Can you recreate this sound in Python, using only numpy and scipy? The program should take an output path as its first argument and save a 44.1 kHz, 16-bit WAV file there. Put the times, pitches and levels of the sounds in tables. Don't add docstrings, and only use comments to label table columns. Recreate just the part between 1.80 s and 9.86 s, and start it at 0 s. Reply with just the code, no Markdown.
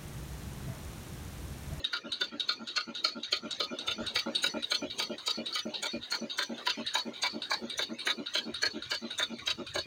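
import sys
import numpy as np
from scipy import signal
from scipy.fft import rfft, irfft, next_fast_len
from scipy.io import wavfile
from scipy.ndimage import uniform_filter1d, map_coordinates

SR = 44100
rng = np.random.default_rng(int(sys.argv[2]) if len(sys.argv) > 2 else 0)


def to_wav(sig):
    pcm = np.clip(np.atleast_2d(sig), -1, 1) * 32767
    pcm = np.round(pcm).astype(np.int16)
    wavfile.write(sys.argv[1], SR, pcm.T)


N = 355446
SPAN, LEAD = 8192, 1323
T = (np.arange(SPAN) - LEAD) / SR
HZ = np.fft.rfftfreq(SPAN, 1 / SR)


def amp(db):
    return 10 ** (np.asarray(db) / 20)


def unit(x):
    return x / np.sqrt(np.mean(np.abs(x) ** 2) + 1e-20)


def bump(x, centre, width):
    return np.exp(-((x - centre) / width) ** 2)


def at_pitch(rows, hz):
    pitches, values = np.transpose(rows)
    return np.interp(np.log(hz + 1), np.log(pitches + 1), values)


def at_time(rows, s):
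    times, *columns = np.transpose(rows)
    return np.array([np.interp(s, times, c) for c in columns])


def curve(rows):
    return np.interp(np.arange(N) / SR, *np.transpose(rows))


def wobble(rate, size=N):
    points = rng.standard_normal(int(size * rate / SR) + 4)
    return map_coordinates(points, [np.arange(size) * rate / SR])


def burst(at, rise, fade):
    return np.where(T < at, bump(T, at, rise), amp(-60 * np.maximum(T - at, 0) / fade))


def grit(envelope, rough_db):
    return envelope * rng.standard_normal(SPAN) * unit(amp(rough_db * wobble(414.7, SPAN)))


def ring(force, notes, scatter_db):
    gains = amp(scatter_db * rng.standard_normal(len(notes)))
    body = sum((-1) ** k * gains[k] * amp(db) * 1j * HZ * width / (hz**2 - HZ**2 + 1j * HZ * width)
               for k, (hz, width, db) in enumerate(notes))
    above, below = 1j * HZ / (0.93 * notes[-1][0]), 1j * HZ / (0.5 * notes[0][0])
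    body *= below ** 2 / (1 + below + below ** 2) / (1 + above + above ** 2)
    return irfft(rfft(force) * unit(body), SPAN)


def level(x, db, seconds):
    return amp(db) * x / np.sqrt(np.mean(x[LEAD:LEAD + int(seconds * SR)] ** 2))


def add(track, s, x):
    track[SPAN + round(s * SR) - LEAD:][:SPAN] += x


def noise(tone, patchy_db):
    hz, _, bands = signal.stft(rng.standard_normal(N + 1024), SR, nperseg=1024)
    patches = uniform_filter1d(uniform_filter1d(rng.standard_normal(bands.shape), 5, 0), 5, 1)
    bands *= amp(patchy_db * unit(patches) + at_pitch(tone, hz)[:, None])
    return unit(signal.istft(bands, nperseg=1024)[1][:N])


# (pitch [Hz], width [Hz], level [dB])
BOOM_NOTES = [(232.1, 17.5, -6), (292.1, 16.4, -9), (350.4, 56.6, -6), (370.7, 62, -9)]
LEG_NOTES = [(137, 8.3, 0)]
FRAME_NOTES = [(400, 54, -3), (481, 31, -2.5), (553, 28, 2), (612.5, 50, 2.5), (730, 150, -4.5)]
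CRADLE_NOTES = [(888, 113, 4.6), (998, 35, 10.4), (1068, 205, 4.3)]
ROD_NOTES = [(1250, 25.5, 0.5), (1383, 109, -3.5), (1447.5, 59, 3.5)]
# (delay [s], level [dB])
KNOCK_RUN = [(0, -4.5), (.009, 0.5), (.022, 4), (0.032, -9.5), (0.04, -17), (0.055, -22.5)]
# (time [s], first knock [dB], late knocks [dB])
KNOCK_BOOST = [(0, -1.5, 9), (1.8, -1, 10.5), (2.4, 8.5, 6), (4.2, 11, 6), (5.5, 1, 9), (8.06, 0.5, 15)]
# (time [s], boom [dB], frame [dB], cradle [dB], rod [dB])
THUMP_LEVELS = [(0, -45.5, -46.5, -69, -51.5), (0.8, -44.5, -57.5, -59.5, -52.5),
                (1.8, -41.5, -45.5, -62.5, -49), (2.6, -37, -39.5, -45.5, -45.5),
                (3.1, -40, -41.5, -56, -53.5), (4.1, -38, -44, -65, -59), (5, -39.5, -46, -53.5, -62),
                (6, -39.5, -49.5, -62, -57.5), (7.1, -40, -51, -60.5, -58.5), (7.8, -40.5, -49, -57, -57)]


def thumps(track):
    first_s, turn_s, slowing_s = -.0425, .27736, 6.63e-5
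    turn = np.arange(30)
    for s in first_s + turn_s * turn + slowing_s * turn ** 2:
        first_db, late_db = at_time(KNOCK_BOOST, s)
        boom_db, *parts_db = at_time(THUMP_LEVELS, s)
        force = grit(.004 * burst(.02, .012, .12), rough_db=2.5)
        for delay, db in KNOCK_RUN:
            sample = LEAD + round((delay + rng.normal(0, .0004)) * SR)
            force[sample] += amp(db + rng.normal(0, 0.99))
        force[T < .005] *= amp(first_db)
        force[T > .027] *= amp(late_db)
        force = signal.lfilter(np.hanning(26), 1, force)
        sound = level(ring(force, BOOM_NOTES, scatter_db=1.5), boom_db, .06)
        sound += level(ring(force, LEG_NOTES, scatter_db=1.5), boom_db - 23.5, .06)
        for notes, db in zip((FRAME_NOTES, CRADLE_NOTES[:1], ROD_NOTES[1:2]), parts_db):
            shaking = ring(force, notes, scatter_db=0)
            sound += level(ring(shaking, notes, scatter_db=1.5), db, .06)
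        add(track, s, sound)


# (pitch [Hz], level [dB])
RUB_TONE = [(650, -46), (1100, -2.5), (1330, -3.5), (1820, -3), (2330, -3.5), (2580, -5), (3770, 0),
            (4410, -5.5), (5460, -17), (6530, -8.5), (7550, -31), (16000, -51)]
MURMUR_TONE = [(90, -27), (140, -7.5), (225, 0), (300, 2.5), (430, 1), (600, -3.5), (760, -6.5), (1000, -7),
               (1500, -46.5)]
HISS_TONE = [(5000, -38), (7500, 1), (9500, -2), (12500, -12), (15000, -2), (16000, -5)]
# (time [s], level [dB])
RUB_LEVELS = [(0, -52), (1.2, -53.5), (2.5, -47.5), (3, -51), (4.6, -51.5), (5, -45), (5.3, -52.5),
              (6.3, -52.5), (7, -49), (8.06, -53)]
MURMUR_LEVELS = [(0, -58), (1.3, -53), (2.6, -54), (3.2, -51.5), (4.5, -55), (5.5, -56.5), (6.3, -56),
                 (8.06, -61)]
HISS_LEVELS = [(0, -84), (1.5, -86), (2.6, -69), (5, -72.5), (8.06, -73.5)]


def seals(clack_times):
    starts = [clack_times[0] - .279, *clack_times, clack_times[-1] + .28]
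    turn = np.interp(np.arange(N) / SR, starts, np.arange(len(starts))) % 1
    rest, second_rest = bump(turn, .34, .062), bump(turn, .65, .23)
    rub_db = curve(RUB_LEVELS) - 8 * rest - 1.8 * second_rest
    rub = amp(rub_db + 1.25 * wobble(15)) * noise(RUB_TONE, patchy_db=7)
    murmur_db = curve(MURMUR_LEVELS) - 3.67 * rest - 2.2 * second_rest - 3.4 * bump(turn, .9, .044)
    murmur = amp(murmur_db + 4.68 * wobble(10)) * noise(MURMUR_TONE, patchy_db=4.5)
    hiss_db = curve(HISS_LEVELS) - 13.5 * bump(turn, .54, .14)
    hiss = amp(hiss_db + 1.7 * wobble(22)) * noise(HISS_TONE, patchy_db=0)
    return rub + murmur + hiss


# (pitch [Hz], level [dB])
WIND_TONE = [(20, -25), (40, -32), (60, 1), (85, 14.5), (140, 13), (250, -67)]
# (time [s], level [dB])
BREEZE_LEVELS = [(0, -70), (1, -73), (2, -69.5), (4.5, -76), (5.8, -66), (6.3, -78), (7, -65), (7.4, -67),
                 (8.06, -51.5)]
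# (loudest time [s], level [dB], swell time [s])
WIND_GUSTS = [(0.309, -63, .04), (2.107, -50, 0.021), (2.224, -43.5, 0.043), (2.366, -56, .03),
              (2.786, -60, 0.031), (3.076, -53, 0.048), (3.617, -65, .03), (4.186, -46, .035),
              (5.049, -61, 0.033), (5.723, -64, 0.026), (5.858, -62, .03), (6.721, -63, 0.036),
              (6.927, -58.5, 0.15)]


def wind():
    rumble = noise(WIND_TONE, patchy_db=9)
    even_rumble = rumble / np.sqrt(np.abs(uniform_filter1d(rumble ** 2, size=SR // 16)) + 0.14)
    t = np.arange(N) / SR
    gusts = sum(amp(db) * bump(t, s, swell) for s, db, swell in WIND_GUSTS)
    breeze = amp(curve(BREEZE_LEVELS) + 3.5 * wobble(6.8))
    return (gusts + breeze) * amp(0.6 * wobble(12)) * even_rumble


# (pitch [Hz], width [Hz], level [dB])
LINK_NOTES = [(2730, 220, -15.5), (3166, 18, -7), (3710, 23, -16), (3783, 93, 5), (4085, 80, -2.5),
              (4400, 60, -1), (4707, 110, -5.5), (4674, 164, -9)]
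DISC_NOTES = [(1962, 48, -10), (2093, 34, -8.5), (2180, 120, -6.5), (2307, 52, 2.5), (2477, 54, -7.5)]
COLLAR_NOTES = [(5390, 84, -4), (6110, 100, 3.5), (6450, 74, 7), (6786, 220, 3.5), (7120, 56, -6.5),
                (7540, 110, -4)]
SIZZLE_NOTES = [(7900, 230, -7), (8430, 370, 21), (8440, 340, 27), (9120, 400, 21), (9670, 360, 11),
                (10170, 270, 7)]
FIZZ_NOTES = [(10900, 730, -15.5), (12400, 890, -11.5), (14540, 900, -11), (14900, 600, 2.5)]
COLLAR_FOLLOWS = 0.52
# (time [s], rod [dB], collar before that share [dB])
TICK_LEVELS = [(0, -53, -29.5), (1.6, -54.5, -13.5), (2.8, -55, -34), (4.4, -59.5, -27), (6.2, -50.5, -38),
               (8, -51, -28)]
# (time [s], blow [dB], chatter [dB], sizzle [dB])
LINK_HITS = [(0.043, -29.5, -59, -58.5), (0.319, -30.5, -42, -53.5), (0.597, -33, -42.5, -61.5),
             (0.872, -37, -39, -66), (1.15, -37.5, -36.5, -69), (1.431, -37, -43, -71),
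             (1.708, -31, -42, -56.5), (1.987, -35, -48, -57), (2.264, -31.5, -42, -51.5),
             (2.548, -31, -35, -48), (2.825, -32.5, -50, -57), (3.101, -32.5, -64, -75),
             (3.381, -40.5, -50, -62.5), (3.659, -35, -40, -57.5), (3.938, -34, -40, -79),
             (4.217, -52, -40, -75), (4.497, -36, -44, -73), (4.778, -45, -55, -68),
             (5.063, -34.5, -38, -54), (5.336, -63, -42, -77), (5.619, -37, -41.5, -60.5),
             (5.897, -35.5, -43.5, -53), (6.187, -40, -42, -55.5), (6.46, -37, -49, -69),
             (6.741, -34.5, -43.5, -54), (7.022, -40.5, -45.5, -65), (7.304, -39, -46, -60),
             (7.585, -41, -57, -66), (7.866, -38.5, -44.5, -63)]


def link_ticks(track):
    for s, blow_db, chatter_db, sizzle_db in LINK_HITS:
        rod_db, collar_db = at_time(TICK_LEVELS, s)
        blow = amp(blow_db) * burst(0.0015, 0.0026, 0.13)
        chatter = amp(chatter_db) * burst(0.019, 0.017, 0.28) * burst(0.057, 0.89, 0.23)
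        sound = ring(grit(blow + chatter, rough_db=3), LINK_NOTES, scatter_db=2)
        heavy = grit(5.4 * blow + chatter, rough_db=-3)
        sound += level(ring(heavy, ROD_NOTES[2:] + DISC_NOTES[3:], scatter_db=9), rod_db, 0.056)
        snap = amp(blow_db) * burst(.001, .0006, .05)
        light = grit(snap + 0.3 * chatter, rough_db=3)
        highs_db = collar_db + COLLAR_FOLLOWS * sizzle_db, sizzle_db, -55 + .4 * sizzle_db
        for notes, db in zip((COLLAR_NOTES, SIZZLE_NOTES, FIZZ_NOTES), highs_db):
            sound += level(ring(light, notes, scatter_db=5), db, .02)
        add(track, s, sound)


# (pitch [Hz], width [Hz], level [dB])
PIN_NOTES = [(2739, 68, -11), (2982, 34, -6.5), (3195, 190, -9), (3583, 32.5, -1), (3841, 52, -1.5),
             (4067, 140, -5), (4320, 95, -2.5), (4527, 87, -6.5), (4607, 106, -3.5), (5020, 26, -12.5)]
PISTON_NOTES = [(1588, 75, 0.5), (1696, 105, 2.5), (1740, 340, -1)]
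# (time [s], frame [dB], cradle [dB], rod [dB], piston [dB], disc [dB])
CLACK_LEVELS = [(0.1, -56, -51, -40.5, -43.5, -48), (0.8, -50.5, -64, -33.5, -65, -41.5),
                (1.6, -47.5, -65, -45, -55, -48), (2.7, -47.5, -47, -38.5, -48, -41),
                (3.4, -51, -47, -44, -61, -43), (4.5, -49.5, -48.5, -43, -38, -45.5),
                (5.4, -45.5, -36, -45.5, -42, -40), (6.6, -48, -49.5, -46.5, -37.5, -38.5),
                (8, -43.5, -46, -47.5, -41, -45.5)]
# (time [s], level [dB])
COLLAR_LEVELS = [(0, -24.5), (1.2, -14.5), (2.2, -20.5), (2.7, -20), (8, -17)]
# (time [s], slide [dB], blow [dB], chatter [dB], bounce delay [s], bounce [dB], sizzle [dB])
PIN_HITS = [(0.136, -50, -21.5, -40.5, 0.033, -35.5, -69), (0.415, -44, -21.5, -46, 0.031, -36.5, -68.5),
            (0.693, -43, -19, -36, 0.033, -37, -69.5), (0.977, -22, -26.5, -43, 0.032, -37.5, -78.5),
            (1.248, -51, -15, -33.5, 0.039, -41, -64.5), (1.528, -43, -16.5, -36.5, 0.038, -37.5, -63.5),
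            (1.805, -50, -18, -37, 0.035, -33.5, -62.5), (2.082, -35, -22, -39, 0.034, -30.5, -61),
            (2.36, -37.5, -18, -34, 0.033, -31, -54.5), (2.642, -32, -22.5, -51, 0.025, -29, -51.5),
            (2.919, -35, -21, -45, 0.031, -26.5, -54), (3.199, -33, -21, -44, 0.03, -31, -54.5),
            (3.477, -32, -18.5, -39, 0.031, -29, -55.5), (3.757, -36, -24.5, -38.5, 0.034, -32.5, -57.5),
            (4.04, -30.5, -33.5, -64, 0.022, -31, -56.5), (4.323, -33.5, -26.5, -34, 0.03, -35, -58),
            (4.591, -38.5, -23, -36.5, 0.039, -33, -56), (4.873, -33.5, -21.5, -46, 0.028, -26, -60),
            (5.154, -31.5, -20.5, -36.5, 0.033, -31.5, -56), (5.436, -31, -21.5, -35, 0.031, -33.5, -58.5),
            (5.716, -35, -30, -53, 0.022, -29, -57.5), (5.992, -37, -24.5, -39, 0.035, -32.5, -57),
            (6.273, -35, -22, -32.5, 0.033, -30.5, -55), (6.554, -33.5, -20, -33, 0.031, -30.5, -57.5),
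            (6.835, -32, -26, -67, 0.027, -27, -58.5), (7.116, -38.5, -23.5, -37, 0.03, -33.5, -61),
            (7.397, -30, -27, -38.5, 0.033, -29.5, -56.5), (7.677, -33.5, -22.5, -36, 0.031, -27.5, -59),
            (7.957, -36.5, -28, -50, 0.03, -30.5, -59)]


def pin_clacks(track):
    heavy_parts = FRAME_NOTES, CRADLE_NOTES, ROD_NOTES, PISTON_NOTES, DISC_NOTES
    for s, slide_db, blow_db, chatter_db, delay, bounce_db, sizzle_db in PIN_HITS:
        parts_db = at_time(CLACK_LEVELS, s) + 3 * rng.standard_normal(5)
        slide = amp(slide_db - 3) * burst(-.008, .009, .05)
        blow = amp(blow_db - 7) * burst(0, 0.0054, 0.051)
        strike = amp(blow_db + 13) * (T == 0)
        bounce = amp(bounce_db) * burst(delay, 0.0086, 0.069)
        chatter = amp(chatter_db) * burst(0.013, 0.0027, 0.15) * burst(delay + 0.014, 0.92, 0.042)
        force = strike + grit(slide + blow + chatter + bounce, rough_db=-1.5)
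        sound = ring(force, PIN_NOTES, scatter_db=6)
        heavy = 1.15 * strike + grit(0.99 * blow + chatter + 0.19 * bounce, rough_db=1.5)
        heavy += grit(.25 * slide, rough_db=2.5)
        light = grit(3.4 * slide + 0.67 * blow + 0.35 * chatter + 0.88 * bounce, rough_db=3)
        for notes, db in zip(heavy_parts, parts_db):
            sound += level(ring(heavy, notes, scatter_db=5), db, .047)
        sound += level(ring(heavy, BOOM_NOTES[1:], scatter_db=3), parts_db[0] - 10, .047)
        collar_db = at_time(COLLAR_LEVELS, s)[0] + COLLAR_FOLLOWS * sizzle_db
        for notes, db in (COLLAR_NOTES, collar_db), (SIZZLE_NOTES, sizzle_db):
            sound += level(ring(light, notes, scatter_db=4), db, .04)
        fizz = 0.54 * burst(-0.0044, 0.0067, 0.21) * burst(delay + 0.0061, 1, 0.075)
        fizz += 1.1 * burst(-.006, .006, 0.051) + burst(delay, .006, 0.053)
        sound += amp(sizzle_db + 0.5) * ring(grit(fizz, rough_db=2.5), FIZZ_NOTES, scatter_db=0.5)
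        add(track, s, sound)


# (pitch [Hz], width [Hz], loudest time after the clack [s])
SQUEAL_NOTES = [(2413, 48, 0.12), (4434, 70, 0.058), (5970, 25, 0.075), (2876, 27, 0.14)]
# (time [s], first [dB], second [dB], third [dB], fourth [dB])
SQUEAL_LEVELS = [(0, -71, -68, -79, -86), (1.6, -65, -54, -75, -80), (2.5, -60, -56.5, -57, -73),
                 (3.6, -60, -52, -63, -59), (4.3, -62.5, -55, -55.5, -81), (4.9, -64.5, -59, -66, -72),
                 (5.2, -70, -51, -95, -72), (6.8, -65.5, -56.5, -75, -71), (8.06, -64, -50, -73, -70)]


def squeals(track, clack_times):
    for s in clack_times:
        for (hz, width, delay), db in zip(SQUEAL_NOTES, at_time(SQUEAL_LEVELS, s)):
            stroke = burst(delay + rng.normal(0, 0.022), 0.031, 0.16)
            rubbing = rng.standard_normal(SPAN)
            note = ring(rubbing, [(hz * (1 + rng.normal(0, 0.0037)), width, 0)], scatter_db=0)
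            add(track, s, amp(db + 11.5 + rng.normal(0, 2.5)) * stroke * note)


# (pitch [Hz], time to fade by 60 dB [s])
ECHO_TIMES = [(200, 0.56), (2000, 0.074), (10000, 0.48)]


def yard_echo(x):
    hz, t, bands = signal.stft(rng.standard_normal(SR // 2), SR, nperseg=256)
    fade = amp(-60 * t / at_pitch(ECHO_TIMES, hz)[:, None])
    tail = signal.istft(bands * fade, SR, nperseg=256)[1]
    delayed = np.pad(x, (600, 0))
    return signal.fftconvolve(delayed, tail / np.linalg.norm(tail))[:len(x)]


def scene():
    track = np.zeros(N + 2 * SPAN)
    clack_times = np.transpose(PIN_HITS)[0]
    pin_clacks(track)
    link_ticks(track)
    thumps(track)
    squeals(track, clack_times)
    engine = (track + amp(-24.5) * yard_echo(track))[SPAN:SPAN + N]
    return (engine + seals(clack_times) + wind())[None]


def record(dry):
    top_hz = 15900
    size = next_fast_len(N + SPAN)
    kept = np.fft.rfftfreq(size, 1 / SR) < top_hz
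    return irfft(rfft(dry, size) * kept, size)[:, :N]


dry = scene()
out = record(dry)
to_wav(out)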